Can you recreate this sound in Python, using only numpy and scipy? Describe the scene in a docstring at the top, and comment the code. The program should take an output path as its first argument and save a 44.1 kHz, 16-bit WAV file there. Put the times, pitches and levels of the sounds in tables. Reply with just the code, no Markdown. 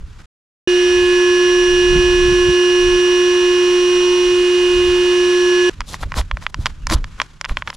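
"""Light wind and rustling leaves on a lawn are heard for a moment, then dead silence.
A cordless electric pump starts and stops abruptly, blowing up an inflatable boat: locked harmonics of one
loud hum, a whine at its own pitch and the filtered noise of rushing air; wind buffets the microphone.
Then a plastic fin is worked into its slot under the hull: struck modes click, stick-slip friction scrapes
and low pulses bump, while swells of low noise make the hull boom."""
import sys
import numpy as np
from scipy import signal
from scipy.fft import rfft, irfft
from scipy.io import wavfile
from scipy.ndimage import map_coordinates

SR = 44100
rng = np.random.default_rng(int(sys.argv[2]) if len(sys.argv) > 2 else 0)


def bounce(signal):
    """Save signal as a 16-bit WAV file at the path given by the first command-line argument."""
    frames = np.transpose(np.atleast_2d(signal))
    limited = np.clip(frames, -1, 1)
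    pcm = np.round(limited * 32767).astype(np.int16)
    wavfile.write(sys.argv[1], SR, pcm)


N = 342585
TIME = np.arange(N) / SR
FREQS = np.maximum(np.arange(N // 2 + 1) * SR / N, 1)
LAWN_END_S, PUMP_START_S, PUMP_END_S = .257, .675, 5.696


def from_db(db):
    """Level law: decibels to amplitude gain."""
    return 10 ** (np.asarray(db) / 20)


def rms_one(x):
    """Normalisation: scale to unit mean power."""
    return x / np.sqrt(np.mean(x ** 2) + 1e-20)


def in_time(rows):
    """Linear interpolation: each column of a curve at every sample."""
    s, *columns = np.transpose(rows)
    return [np.interp(TIME, s, c) for c in columns]


def at_hz(rows, hz):
    """Logarithmic pitch scale: each column of a spectrum, interpolated on a log-frequency axis."""
    points, *columns = np.transpose(rows)
    return [np.interp(np.log(hz), np.log(points), c) for c in columns]


def drift(rate_hz):
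    """Low-pass random process: slow chance variation with an rms of 1."""
    white = rfft(rng.standard_normal(N))
    return rms_one(irfft(white / (1 + (FREQS / rate_hz) ** 2), N))


def pan(balance_db):
    """Interaural level difference: left and right gains, positive towards the left."""
    return from_db(np.array([[.5], [-.5]]) * balance_db)


def between(start, end):
    """Gating: 1 from start to end in seconds, with millisecond edges."""
    return np.interp(TIME, [start - .001, start, end, end + .001], [0, 1, 1, 0])


def noise(level_db, alike, lag_ms=0):
    """Partial coherence: stereo noise of a given spectrum; a lag delays the left port."""
    alike = np.clip(alike, 0, 1)
    mid, side = rfft(rng.standard_normal((2, N)))
    pair = np.sqrt(1 + alike) * mid + np.sqrt(1 - alike) * side * np.array([[1], [-1]])
    pair[0] *= np.exp(-2j * np.pi * FREQS * lag_ms / 1000)
    return rms_one(irfft(pair * from_db(level_db) * (FREQS > 10), N))


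def swells(rows, floor_db):
    """Addition of powers: a floor plus events that each grow and die away exponentially, in dB."""
    power = from_db(floor_db) ** 2
    for s, rise, fall, db in rows:
        envelope = np.exp(-np.abs(TIME - s) / np.where(TIME < s, rise, fall))
        power = power + (from_db(db) * envelope) ** 2
    return 10 * np.log10(power)


def thumps(rows):
    """Damped low swings: each is a cosine under a Gaussian envelope."""
    out = 0
    for s, db, hz, length in rows:
        envelope = np.exp(-.5 * ((TIME - s) / length) ** 2)
        out = out + from_db(db) * envelope * np.cos(2 * np.pi * hz * (TIME - s))
    return out


# Gusts on the microphone; from 6 s on, low booms of the hull stirred by the bumps.
# Each row: peak time in seconds, rise in seconds, fall in seconds, level in dB.
GUSTS_AND_BOOMS = [(.01, 0.01, 0.14, -30), (.97, 0.097, .13, -32), (1.73, 0.055, .04, -29),
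                   (1.98, 0.075, 0.034, -16.5), (2.3, 0.35, .1, -22.5), (2.49, 0.018, 0.025, -17.5),
                   (2.9, 0.098, 0.072, -26.5), (4.3, .1, 0.14, -42), (4.77, 0.048, 0.073, -26.5),
                   (4.88, .03, 0.079, -25), (5.81, 0.069, 0.078, -26.5), (6.07, 0.05, 0.028, -21),
                   (6.19, 0.059, 0.058, -20), (6.34, 0.039, 0.086, -24), (6.6, 0.068, 0.13, -22.5),
                   (6.96, 0.1, 0.1, -19), (7.52, 0.013, 0.086, -26)]
# Spectrum of the low rumble. Each row: frequency in Hz, relative density in dB per Hz.
RUMBLE = [(12, -5.5), (25, 4), (55, -2.5), (90, -7.5), (160, -21.5), (260, -33), (450, -47), (1000, -79)]
# Spectrum added in strong swells (eddies in a gust). Each row: frequency in Hz, relative density in dB per Hz.
STRONG_SWELL = [(30, -3.5), (70, -1.5), (130, 2), (220, -6.5), (330, -20.5), (600, -23), (1500, -68.5)]
# Single buffets of wind, before the ports round them off.
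# Each row: centre in seconds, peak in dB, frequency in Hz, Gaussian length in seconds.
BUFFETS = [(1.965, -18, 145, 0.014), (2.325, -23, 170, .006), (2.5, -25, 128, 0.0049),
           (5.27, -37, 194, 0.0073)]
# the breeze under the swells, and how much it wanders
BREEZE_DB, BREEZE_WANDER_DB = -44, 1


def wind_and_hull_boom(upper_db=-7.0, strong_db=-19.5, upper_growth=0.75):
    """Level-dependent spectrum: a lumpy rumble of wind, later of the hull; its upper part grows faster."""
    level_db = swells(GUSTS_AND_BOOMS, BREEZE_DB + BREEZE_WANDER_DB * drift(3))
    rumble = from_db(level_db) * noise(at_hz(RUMBLE, FREQS)[0], alike=0.93)
    upper_level_db = level_db + upper_db + upper_growth * (level_db - strong_db)
    upper = from_db(upper_level_db) * noise(at_hz(STRONG_SWELL, FREQS)[0], alike=1.0)
    # the ports round off the hardest swings
    return 0.31 * np.tanh((rumble + upper + thumps(BUFFETS)) / 0.24)


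# Swells of rustling: leaves at the opening, then hands rubbing on hose and hull.
# Each row: peak time in seconds, rise in seconds, fall in seconds, level in dB before the flicker.
RUSTLES = [(.14, .06, 0.16, -50), (5.7, .01, 0.044, -39), (5.95, 0.065, 0.066, -40),
           (6.22, 0.13, .04, -42.5), (6.45, 0.19, 0.041, -46.5), (6.68, 0.055, 0.053, -42),
           (6.95, 0.12, .1, -47), (7.23, 0.19, 0.034, -41.5), (7.42, 0.023, .06, -47),
           (7.59, 0.084, 0.036, -38.5), (7.69, 0.017, 0.027, -37)]
# Spectrum of leaves and rubbing. Each row: frequency in Hz, relative density in dB per Hz.
LEAVES = [(150, 13), (350, 4), (650, -5), (1000, 3.5), (1450, 4.5), (2000, -0.5), (3100, -1.5), (4500, -5),
          (7500, -8.5), (8300, -15), (11000, -17.5), (15000, -43)]
LEAVES_DB = -52  # the steady rustle, before the flicker


def rustle(flicker_db=3.0):
    """Amplitude-modulated noise: a soft uneven bed of leaves, then hands rubbing swell out of it."""
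    level_db = swells(RUSTLES, LEAVES_DB) + flicker_db * drift(30)
    return from_db(level_db) * noise(at_hz(LEAVES, FREQS)[0], alike=0.71)


# The pump's tones at the two microphone ports.
# Each row: frequency in Hz, left-right balance in dB, lead of the left port in radians.
PUMP_PLACE = [(377, -1.36, -.02), (1075, -5.5, -0.53), (1700, -2, -0.91), (2500, -3.5, -0.75),
              (2900, -8, -1.06), (3224, -6.5, -1.33), (5800, -5.5, -0.43), (8600, -8, 0.16),
              (11600, 4, 0.48)]


def tone(turns, hz, level_db):
    """Port level and phase difference: a sine of the given rms level, as it arrives from the pump."""
    balance_db, lead = at_hz(PUMP_PLACE, hz)
    phase = 2 * np.pi * (turns + rng.random()) + np.array([[.5], [-.5]]) * lead
    return np.sqrt(2) * from_db(level_db) * pan(balance_db) * np.sin(phase)


# the hum at switch-on, and how it sags as the boat fills
HUM_HZ, HUM_DB, SAG_DB_PER_S = 358.2, -12.5, 0.13
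# slow wander and fast jitter of the motor's speed (shares of the pitch)
WANDER, JITTER = 0.000305, 0.00019
# Overtones locked to the hum. Each row: multiple of the hum, mean level in dB relative to the hum.
OVERTONES = [(2, -32.5), (3, -21), (4, -36), (5, -25.5), (6, -32), (7, -18), (8, -14.5), (9, -29.5),
             (10, -29.5), (11, -37), (12, -35), (14, -41), (15, -33), (16, -20.5), (17, -37), (18, -40),
             (19, -42), (20, -39), (21, -40.5), (22, -45), (24, -37), (25, -44), (26, -41.5), (27, -46),
             (28, -50), (29, -48), (30, -49.5), (31, -56), (32, -56), (33, -53), (34, -54), (35, -61),
             (36, -65), (37, -62), (38, -62), (39, -68), (40, -67), (41, -68)]
# Brief fades of single overtones as the microphone moves.
# Each row: middle in seconds, Gaussian half length in seconds, multiple of the hum, depth in dB.
FADES = [(0.815, 0.067, 3, -11), (1.02, 0.031, 24, -6), (1.06, 0.039, 16, -12), (4.417, .06, 16, -6),
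         (4.464, 0.07, 3, -3), (4.84, 0.28, 16, -7.5), (4.985, 0.12, 3, -3)]
# the overtones swell and fade a little all the time
OVERTONE_SWELL_DB, OVERTONE_SWELLS_PER_S = 1.0, 0.5
# the whistling middle overtones sink as the boat fills
SINK_DB_PER_S, SINK_HZ, SINK_OCTAVES = 0.42, 2200, 0.32


def hum(turns, flutter_db=0.31):
    """Harmonic series: a steady fundamental with phase-locked overtones that swell and fade."""
    hum_db = HUM_DB - SAG_DB_PER_S * (TIME - PUMP_START_S)
    sink_db = SINK_DB_PER_S * (TIME - (PUMP_START_S + PUMP_END_S) / 2)
    out = tone(turns, HUM_HZ, hum_db + flutter_db * drift(25.8))
    for multiple, relative_db in OVERTONES:
        hz = multiple * HUM_HZ
        sinking = np.exp(-.5 * (np.log2(hz / SINK_HZ) / SINK_OCTAVES) ** 2)
        level_db = hum_db + relative_db - sinking * sink_db
        for s, length, which, db in FADES:
            if which == multiple:
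                level_db = level_db + db * np.exp(-.5 * ((TIME - s) / length) ** 2)
        swell_db = OVERTONE_SWELL_DB * drift(OVERTONE_SWELLS_PER_S)
        out += tone(multiple * turns, hz, level_db + swell_db)
    return out


WHINE_HZ = 1702.3
# Level curve of the whine. Each row: time in seconds, rms level in dB.
WHINE = [(.7, -28.5), (1.2, -23.5), (2.8, -26.5), (3.5, -29.5), (4.15, -43), (4.45, -35), (4.95, -33),
         (5.67, -22.5)]
# Faint tones beside the whine. Each row: frequency in Hz, rms level in dB before the waver.
SIDE_TONES = [(871, -54), (920, -49.5), (2060.5, -48.5), (3404.6, -50)]


def whine(waver_db=4.0):
    """Inharmonic partials: a whine at a pitch of its own, with faint wavering tones beside it."""
    out = tone(WHINE_HZ * TIME, WHINE_HZ, in_time(WHINE)[0])
    for side_hz, level_db in SIDE_TONES:
        side_turns = side_hz * TIME + 0.018 * drift(8)
        out += tone(side_turns, side_hz, level_db + waver_db * drift(2.8))
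    return out


# Spectrum of the rushing air. Each row: frequency in Hz, relative density in dB per Hz.
AIR = [(40, -19), (250, -3), (500, -2.5), (780, -7), (1000, 0.5), (1800, -6), (3500, -0.5), (5000, -4.5),
       (6500, -8), (7800, -12), (8100, -16), (10500, -20), (13000, -35.5), (15200, -51)]
# Resonances of hose and housing. Each row: centre in Hz, width in Hz, boost in dB.
HOSE = [(1090, 94, 3), (1520, 220, 6.5), (2020, 150, 8.5), (2440, 150, 2.5), (2972, 207, 10.5),
        (4300, 460, 2.5)]
AIR_DB = -28.5  # before chopping and echo
GROUND_ECHO_MS = 1.246  # extra path of the echo off the ground


def rushing_air(turns, chop=0.081, echo_db=-19):
    """Turbulence and resonance: coloured noise, chopped at the hum's rate, combed by the ground echo."""
    colour_db = at_hz(AIR, FREQS)[0]
    for hz, width, db in HOSE:
        colour_db = colour_db + db / (1 + (2 * (FREQS - hz) / width) ** 2)
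    direct = noise(colour_db, alike=0.94, lag_ms=0.016)
    earlier = np.arange(N) - GROUND_ECHO_MS * SR / 1000
    echo = np.array([map_coordinates(side, [earlier]) for side in direct])
    chopping = 1 + chop * np.cos(2 * np.pi * turns)
    return from_db(AIR_DB) * chopping * pan(-2.0) * (direct + from_db(echo_db) * echo)


def pump():
    """Superposition: hum, whine and air, the hum and the chopping of the air sharing one rotation."""
    speed = 1 + WANDER * drift(0.91) + JITTER * drift(23)
    turns = np.cumsum(HUM_HZ * speed) / SR
    return hum(turns) + whine() + rushing_air(turns)


# Far bird calls. Each row: start in seconds, length in seconds, start and end pitch in Hz, level in dB.
BIRDS = [(6.8, .07, 2900, 2750, -56), (7.28, .045, 4300, 3300, -62)]


def distance(drone_hz=156.5, drone_db=-53):
    """Frequency modulation: a faint wavering drone and gliding, fluttering bird calls, all far away."""
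    drone_turns = drone_hz * TIME + 0.095 * drift(2.7)
    out = np.sqrt(2) * from_db(drone_db + 2 * drift(4)) * np.sin(2 * np.pi * drone_turns)
    for s, length, start_hz, end_hz, db in BIRDS:
        along = np.clip((TIME - s) / length, 0, 1)
        pitch_hz = (start_hz + (end_hz - start_hz) * along) * (1 + .05 * drift(200))
        call = np.sin(np.pi * along) * np.sin(2 * np.pi * np.cumsum(pitch_hz) / SR)
        out += np.sqrt(2) * from_db(db) * call
    return out


# Contacts of the fin in its slot. Each row: time in seconds, rms level of the attack in dB,
# contact sharpness as a treble cutoff in Hz, bite of the slot in dB.
CLICKS = [(5.8064, -16, 4900, -7), (5.8157, -26.5, 2700, 5), (5.9426, -19.5, 3900, -8),
          (6.0283, -28, 3500, 0), (6.0333, -21, 1580, -6), (6.1202, -19, 3300, -11),
          (6.1414, -21, 3200, -7), (6.187, -22, 4350, 6), (6.2128, -25, 3300, 7), (6.313, -14, 2380, 6.5),
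          (6.371, -21.5, 2850, -12), (6.425, -32, 2900, -11), (6.4658, -11, 2580, 13),
          (6.544, -17, 4470, -3), (6.6586, -10, 5460, 2), (6.6662, -11, 3920, 4),
          (6.8696, -14.5, 6200, -20), (6.896, -27, 2500, -3), (6.8996, -16, 5200, -15),
          (6.9111, -17, 4340, -13), (6.9251, -14.5, 4500, -9), (7.0429, -22.5, 4600, 0),
          (7.2007, -9.5, 2600, 10), (7.2168, -11.5, 4430, -5), (7.4124, -17, 5670, -3),
          (7.4449, -19, 2500, 12), (7.4503, -19.5, 5000, -1), (7.458, -21, 2100, 10),
          (7.4952, -22, 2500, 8), (7.5709, -12, 2900, 6), (7.6224, -18, 1910, 13), (7.6751, -19, 3730, 2),
          (7.6785, -19.5, 2300, 8), (7.7006, -25, 2800, 0), (7.703, -20, 4800, 2), (7.729, -31.5, 1700, 12)]
# Modes of fin and slot. Each row: frequency in Hz, relative level in dB, 60 dB decay time in seconds.
FIN = [(578, -15, 0.025), (1034, -13.5, 0.022), (1350, -1.5, 0.0037), (1875, -10, 0.0067),
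       (2340, -20, 0.015), (2850, -21, 0.013), (3310, -21.5, 0.022), (4600, -15, 0.011), (5380, -8, 0.0077),
       (6630, -7.5, 0.0056), (9700, -8, 0.0043)]
# the slot's resonance, strong or weak according to where the fin touches
BITE_HZ, BITE_Q = 3300, 2.4


def fin_clicks(low_cut_hz=800, tail_db=-41, tail_t60=0.061, echo_db=-15, spread_hz=4500, size=3000):
    """Impact excitation of modes: a dry crack, a short ring, two near reflections and a faint scatter."""
    out, t = np.zeros((2, N + size)), np.arange(size) / SR
    low_cut = signal.butter(3, low_cut_hz, "high", fs=SR, output="sos")
    _, bending = signal.butter(2, spread_hz, fs=SR)
    slot = signal.iirpeak(BITE_HZ, BITE_Q, fs=SR)
    for s, level_db, contact_hz, bite_db in CLICKS:
        click = 1. * (t == 0)
        for hz, db, t60 in FIN:
            strength_db, detune = rng.normal(0, 2.5), rng.normal(1, .025)
            decay = from_db(db + strength_db - 60 * t / t60)
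            click += .5 * decay * np.cos(2 * np.pi * hz * detune * t)
        delays = (rng.uniform(.0006, .0028, 2) * SR).astype(int)
        click = click + from_db(echo_db) * sum(np.roll(click, delay) for delay in delays)
        # scatter from hull and ground
        click = click + from_db(tail_db - 60 * t / tail_t60) * rng.standard_normal((2, size))
        click = click + (from_db(bite_db) - 1) * signal.lfilter(*slot, click)
        # a softer contact lasts longer and loses its treble
        contact = signal.butter(3, contact_hz, fs=SR, output="sos")
        click = signal.sosfilt(contact, signal.sosfilt(low_cut, click))
        # all-pass: bending waves travel at different speeds and smear the crack a little
        click = signal.lfilter(bending[::-1], bending, -click)
        attack_rms = np.sqrt(np.mean(click[:, t < .0022] ** 2))
        for channel in range(2):  # the left port hears it one sample later
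            at = round(s * SR) + 1 - channel
            out[channel, at:at + size] += from_db(level_db) * click[channel] / attack_rms
    return out[:, :N] * pan(-0.9)


# Strokes of the sliding fin. Each row: peak time in seconds, rise in seconds, fall in seconds,
# hiss level in dB, nominal level of the hull's groan in dB.
SLIDES = [(5.893, 0.014, 0.017, -36, -44), (5.942, 0.017, 0.01, -34.5, -35.5),
          (6.022, 0.014, 0.011, -39, -37), (6.034, 0.0031, 0.0074, -46, -27),
          (6.187, 0.018, 0.014, -27, -22), (6.435, 0.0079, 0.0073, -43, -43),
          (6.5, 0.0045, 0.0042, -46, -43), (6.625, 0.022, 0.013, -46, -44),
          (6.667, 0.0086, 0.0071, -40, -32.5), (6.936, 0.019, 0.0086, -21.5, -20),
          (6.96, 0.013, 0.021, -68, -35), (7.203, 0.0097, 0.015, -66, -38.5),
          (7.495, 0.0094, 0.011, -43, -38), (7.518, 0.013, .008, -59, -33), (7.688, 0.018, .015, -53, -43),
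          (7.745, 0.0071, 0.0058, -41, -45)]
# Spectrum of the plastic hiss. Each row: frequency in Hz, relative density in dB per Hz.
HISS = [(300, 0), (1200, -50), (2200, -11), (3500, 2.5), (5800, -1), (7500, -3.5), (8400, -8),
        (10500, -6.5), (13000, -18), (15500, -32)]
# Spectrum of the hull's groan. Each row: frequency in Hz, relative density in dB per Hz.
GROAN = [(100, 13.5), (330, -3), (520, 1.5), (1000, 5.5), (1500, -2), (2300, -9.5), (4000, -7), (9000, -57)]


def fin_slides(grain_db=2.5, slips_per_s=260, slip_db=-3, hull_hz=235, hull_t60=0.036, hull_db=-20,
               size=1500):
    """Stick-slip friction: a grainy hiss; pressed hard, the fin judders and sets itself and hull ringing."""
    hiss_gain, groan_gain, t = np.zeros(N), np.zeros(N), np.arange(size) / SR
    for s, rise, fall, hiss_db, groan_db in SLIDES:
        stroke = np.exp(-.5 * ((TIME - s) / np.where(TIME < s, rise, fall)) ** 2)
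        hiss_gain += from_db(hiss_db) * stroke
        groan_gain += from_db(groan_db) * stroke
    slips = (rng.random(N) < slips_per_s / SR) * rng.uniform(0.38, 1, N)
    ring = np.zeros(size)
    for hz, db, t60 in [*FIN, (hull_hz, hull_db, hull_t60)]:
        ring += from_db(db - 60 * t / t60) * np.sin(2 * np.pi * hz * t) / hz
    judder = from_db(slip_db) * rms_one(signal.fftconvolve(slips, ring)[:N])
    rub = from_db(0.5) * noise(at_hz(GROAN, FREQS)[0], alike=0.97)
    grain = rms_one(from_db(grain_db * drift(500)))
    hiss = grain * pan(1.0) * noise(at_hz(HISS, FREQS)[0], alike=.85, lag_ms=0.0053)
    return hiss_gain * hiss + groan_gain * (grain * rub + judder)


# Soft bumps of the hull.
# Each row: centre in seconds, peak in dB before panning, frequency in Hz, Gaussian length in seconds.
BUMPS = [(6.057, -15, 44, 0.012), (6.197, -12, 51.7, 0.012), (6.34, -12.5, 51.6, 0.0073),
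         (6.59, -27.5, 283, 0.0028), (6.596, -11, 66, 0.0042), (6.929, -17, 323, 0.0091),
         (6.958, -3.5, 42.7, 0.0075), (7.005, -15, 29.7, 0.022), (7.516, -11.5, 30, 0.0085)]


def hull_bumps():
    """Compliance of enclosed air: the air-filled hull swings briefly at low pitch when pushed."""
    return pan(-1.0) * thumps(BUMPS)


def scene():
    """Superposition of sources: lawn, silence, pump, then fin."""
    lawn = between(0, LAWN_END_S)
    pumping = between(PUMP_START_S, PUMP_END_S)
    fitting = between(PUMP_END_S, N / SR)
    low_gain = pan(-1.1) * lawn + pan(-4.0) * pumping + from_db(-2.5) * pan(-1.2) * fitting
    low_rumble = wind_and_hull_boom() * low_gain
    background = low_rumble + (lawn + fitting) * rustle() + (pumping + fitting) * distance()
    return background + pumping * pump() + fin_clicks() + fin_slides() + hull_bumps()


CUTOFF_HZ = 15800


def record(dry):
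    """Clipping and band limiting: peaks stop at full scale, then a steep low-pass cuts the top."""
    low_pass = signal.ellip(10, .1, 80, CUTOFF_HZ, fs=SR, output="sos")
    return signal.sosfilt(low_pass, np.clip(dry, -1, 1))


dry = scene()
out = record(dry)
bounce(out)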